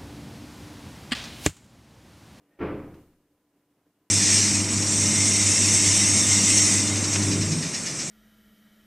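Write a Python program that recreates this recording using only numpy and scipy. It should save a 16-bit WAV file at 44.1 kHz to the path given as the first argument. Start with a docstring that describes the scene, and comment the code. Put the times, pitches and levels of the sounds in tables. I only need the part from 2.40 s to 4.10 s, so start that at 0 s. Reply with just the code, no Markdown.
"""A heavy door thuds shut

Heard from a window over a quiet snowy yard, a door somewhere in the building swishes and squeaks.
It hits its frame, rings and booms through the rooms; two faint knocks follow as it settles.
A low outdoor murmur lies beneath. While the thud lasts, an expander (an automatic volume
control) turns everything up, including the microphone's hiss."""
import sys
import numpy as np
from scipy import signal
from scipy.fft import rfft, irfft
from scipy.io import wavfile
from scipy.ndimage import uniform_filter1d

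SR = 44100
rng = np.random.default_rng(int(sys.argv[2]) if len(sys.argv) > 2 else 0)


def file_out(sig):
    """Save sig as 16-bit WAV at sys.argv[1]."""
    # one column per channel
    cols = np.atleast_2d(sig).T
    # limit, then scale
    lim = np.clip(cols, -1, 1)
    pcm = np.round(lim * 32767).astype(np.int16)
    wavfile.write(sys.argv[1], SR, pcm)


N = 74970
TIME = np.arange(N) / SR

# The door hits its frame: first touch, latch, full stop, rebound
# (time [s], level [dB], treble tilt [dB per octave])
DOOR_BLOWS = [(0.189, -16.5, 4), (0.2023, -5, -0.5), (0.212, -2, -0.5), (0.2969, -10, -7)]
# Tones that ring in the door and the rooms (pitch [Hz], level for a 0 dB blow [dB], time to fade 60 dB [s])
RINGING_TONES = [(31.8, -60, 1.6), (79.2, -48.5, 1.155), (135.5, -48, .85), (152.4, -53, 0.57),
                 (188.9, -52.5, 0.68), (297.8, -46, 0.95), (349.7, -31.5, 0.23), (364, -58, 0.93),
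                 (422, -47.5, 0.61), (470.3, -49, 0.44), (530.3, -52.5, .7), (1175, -50, 0.26),
                 (1359, -50.5, 0.19)]
# Tone colour of the boom in the rooms (frequency [Hz], relative level [dB])
BOOM_COLOUR = [(20, -40.5), (58, -28), (125, -8), (230, -5.5), (320, 2.5), (450, -3), (750, -10.5),
               (1250, -12), (1650, -16.5), (2250, -17.5), (3100, -28.5), (3800, -39), (5200, -45.5),
               (7500, -67)]
# How long each band of the boom lasts (frequency [Hz], time to fade 60 dB [s])
BOOM_FADES = [(50, 1.06), (150, 1.13), (330, 0.87), (700, 0.73), (2000, 0.66), (5000, 0.75)]
# Small knocks after the thud (time [s], level [dB])
SETTLING_KNOCKS = [(0.541, -66.5), (0.73, -75)]
# Tone colour of a knock (frequency [Hz], relative level [dB])
KNOCK_COLOUR = [(100, -18), (400, 8.5), (1200, 3.5), (2500, -3.5), (4500, -12), (9000, -17), (15000, -27)]
# Tone colour of the door rubbing as it swings (frequency [Hz], relative level [dB])
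SWISH_COLOUR = [(60, -12), (150, -12), (320, -10), (520, -2), (1000, -15.5), (1450, -17), (2400, -16),
                (5000, -40)]
# Tone colour of the outdoor murmur (frequency [Hz], relative level [dB])
MURMUR_COLOUR = [(20, -41), (50, -14), (90, -4), (170, -1), (350, -1), (550, -5.5), (900, -12), (1800, -17),
                 (3200, -25), (7000, -48.5)]
# Slow rise and fall of the murmur (time [s], level change [dB])
MURMUR_CHANGES = [(0, 1), (.8, -0.5), (1.13, -0.5), (1.32, 0.5), (1.46, 1.5), (1.52, -3), (1.63, 3.5),
                  (1.7, -4.5)]
# Faint far-off whines (pitch [Hz], level [dB])
FAR_WHINES = [(1001, -92.5), (2869, -99)]


def door():
    """Every blow on the frame booms through the rooms and sets the same tones ringing."""
    return sum(boom(start, db, tilt) + ringing(start, db) for start, db, tilt in DOOR_BLOWS)


def boom(start, level_db, tilt_db):
    """The rooms scatter one blow into a blur of echoes; each band fades at its own speed."""
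    echoes = rfft(noise(BOOM_COLOUR, tilt_db))
    hz = np.fft.rfftfreq(N, 1 / SR)
    centres, fades = np.transpose(BOOM_FADES)
    sound = np.zeros(N)
    for centre, fade_s in zip(centres, fades):
        share = look_up(np.c_[centres, centres == centre], hz)  # 1 at this centre, 0 at the others
        sound += irfft(echoes * share, N) * rise_and_fade(start, rise_s=0.0025, fade_s=fade_s)
    return amp(level_db - 39.5) * sound


def ringing(start, level_db):
    """The door and the rooms keep vibrating after a blow, as pure tones that die away."""
    sound = np.zeros(N)
    for hz, db, fade_s in RINGING_TONES:
        tone = np.sin(2 * np.pi * hz * (TIME - start))
        sound += amp(level_db + db) * tone * rise_and_fade(start, rise_s=0.0017, fade_s=fade_s)
    return sound


def swing():
    """The door rubs with a faint swish as it swings in, and its hinge squeaks briefly."""
    swish = amp(-73) * noise(SWISH_COLOUR) * hump(peak_s=0.19, width_s=0.14)
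    squeak = amp(-78) * unsteady_tone(hz=1847, width_hz=39) * hump(peak_s=0.138, width_s=0.035)
    return swish + squeak


def knocks():
    """The settling door knocks lightly; each knock is a short burst of noise."""
    return sum(amp(db) * noise(KNOCK_COLOUR) * rise_and_fade(start, rise_s=0.0014, fade_s=0.11)
               for start, db in SETTLING_KNOCKS)


def outdoors():
    """A far murmur and a drone swell and flutter together, beside two thin whines."""
    trend_db = np.interp(TIME, *np.transpose(MURMUR_CHANGES))
    swell_db = 0.86 * wander(rate_hz=7.8)
    flutter_db = wander(rate_hz=45)
    murmur = amp(-74) * noise(MURMUR_COLOUR)
    drone = amp(-75.5) * unsteady_tone(hz=291.7, width_hz=21.7)
    whines = sum(amp(db) * unsteady_tone(hz, width_hz=9) for hz, db in FAR_WHINES)
    return amp(trend_db - swell_db + flutter_db) * (murmur + drone) + whines


def amp(db):
    """Turns decibels into a number to multiply by."""
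    return 10 ** (np.asarray(db) / 20)


def unit(x):
    """Scales a signal to an average strength (rms) of 1."""
    return x / np.sqrt(np.mean(x ** 2) + 1e-20)


def look_up(table, hz):
    """Reads between the rows of a table, with octaves evenly spaced."""
    row_hz, values = np.transpose(table)
    return np.interp(np.log(hz + 1), np.log(row_hz + 1), values)


def noise(colour, tilt_db=0):
    """Noise of strength 1 with the given tone colour, tilted by tilt_db per octave."""
    hz = np.fft.rfftfreq(N, 1 / SR)
    strengths = amp(look_up(colour, hz) + tilt_db * np.log2(hz + 1))
    phases = np.exp(2j * np.pi * rng.random(len(hz)))
    return unit(irfft(strengths * phases, N))


def wander(rate_hz):
    """A smooth random wobble of strength 1, up to about the given rate."""
    hz = np.fft.rfftfreq(N, 1 / SR)
    return unit(irfft(rfft(rng.standard_normal(N)) * np.exp(-(hz / rate_hz) ** 2), N))


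def unsteady_tone(hz, width_hz):
    """A tone of strength 1 whose pitch and loudness waver."""
    angle = 2 * np.pi * hz * TIME
    return unit(wander(width_hz) * np.cos(angle) + wander(width_hz) * np.sin(angle))


def rise_and_fade(start, rise_s, fade_s):
    """The loudness of a blow: a quick rise, then a fall of 60 dB every fade_s."""
    age = np.maximum(TIME - start, 0)
    return (1 - np.exp(-age / rise_s)) * np.exp(-np.log(1000) * age / fade_s)


def hump(peak_s, width_s):
    """A bell-shaped rise and fall in loudness."""
    return np.exp(-((TIME - peak_s) / width_s) ** 2)


def scene():
    """Everything reaches the left and right channels alike."""
    mono = door() + swing() + knocks() + outdoors()
    return np.array([mono, mono])


def record(dry):
    """Adds microphone hiss, turns loud moments up with an expander, then cuts the highest treble."""
    hiss_db, shared, apart_hz = -80, 0.39, 400  # below apart_hz both channels hiss alike
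    high_pass = signal.butter(1, apart_hz, "high", fs=SR)
    separate = signal.lfilter(*high_pass, rng.standard_normal((2, N)))
    hiss = np.sqrt(shared) * rng.standard_normal(N) + np.sqrt(1 - shared) * separate
    sound = dry + amp(hiss_db) * hiss

    threshold_db, softness_db, lift_db, glide_s = -64.5, 1.9, 12.5, 0.044
    power = uniform_filter1d((sound ** 2).mean(0), size=882)  # averaged over 20 ms
    level_db = 10 * np.log10(abs(power) + 1e-14)
    loud = 0.5 + 0.5 * np.tanh((level_db - threshold_db) / (2 * softness_db))  # 0 quiet, 1 loud
    hold = np.exp(-1 / (glide_s * SR))
    opening = signal.lfilter([1 - hold], [1, -hold], loud)  # glides instead of jumping
    sound *= 1 + (amp(lift_db) - 1) * opening

    low_pass = signal.firwin(511, cutoff=15600, window=("kaiser", 9), fs=SR)
    return signal.oaconvolve(sound, low_pass[None], "same", axes=1)


dry = scene()
out = record(dry)
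file_out(out)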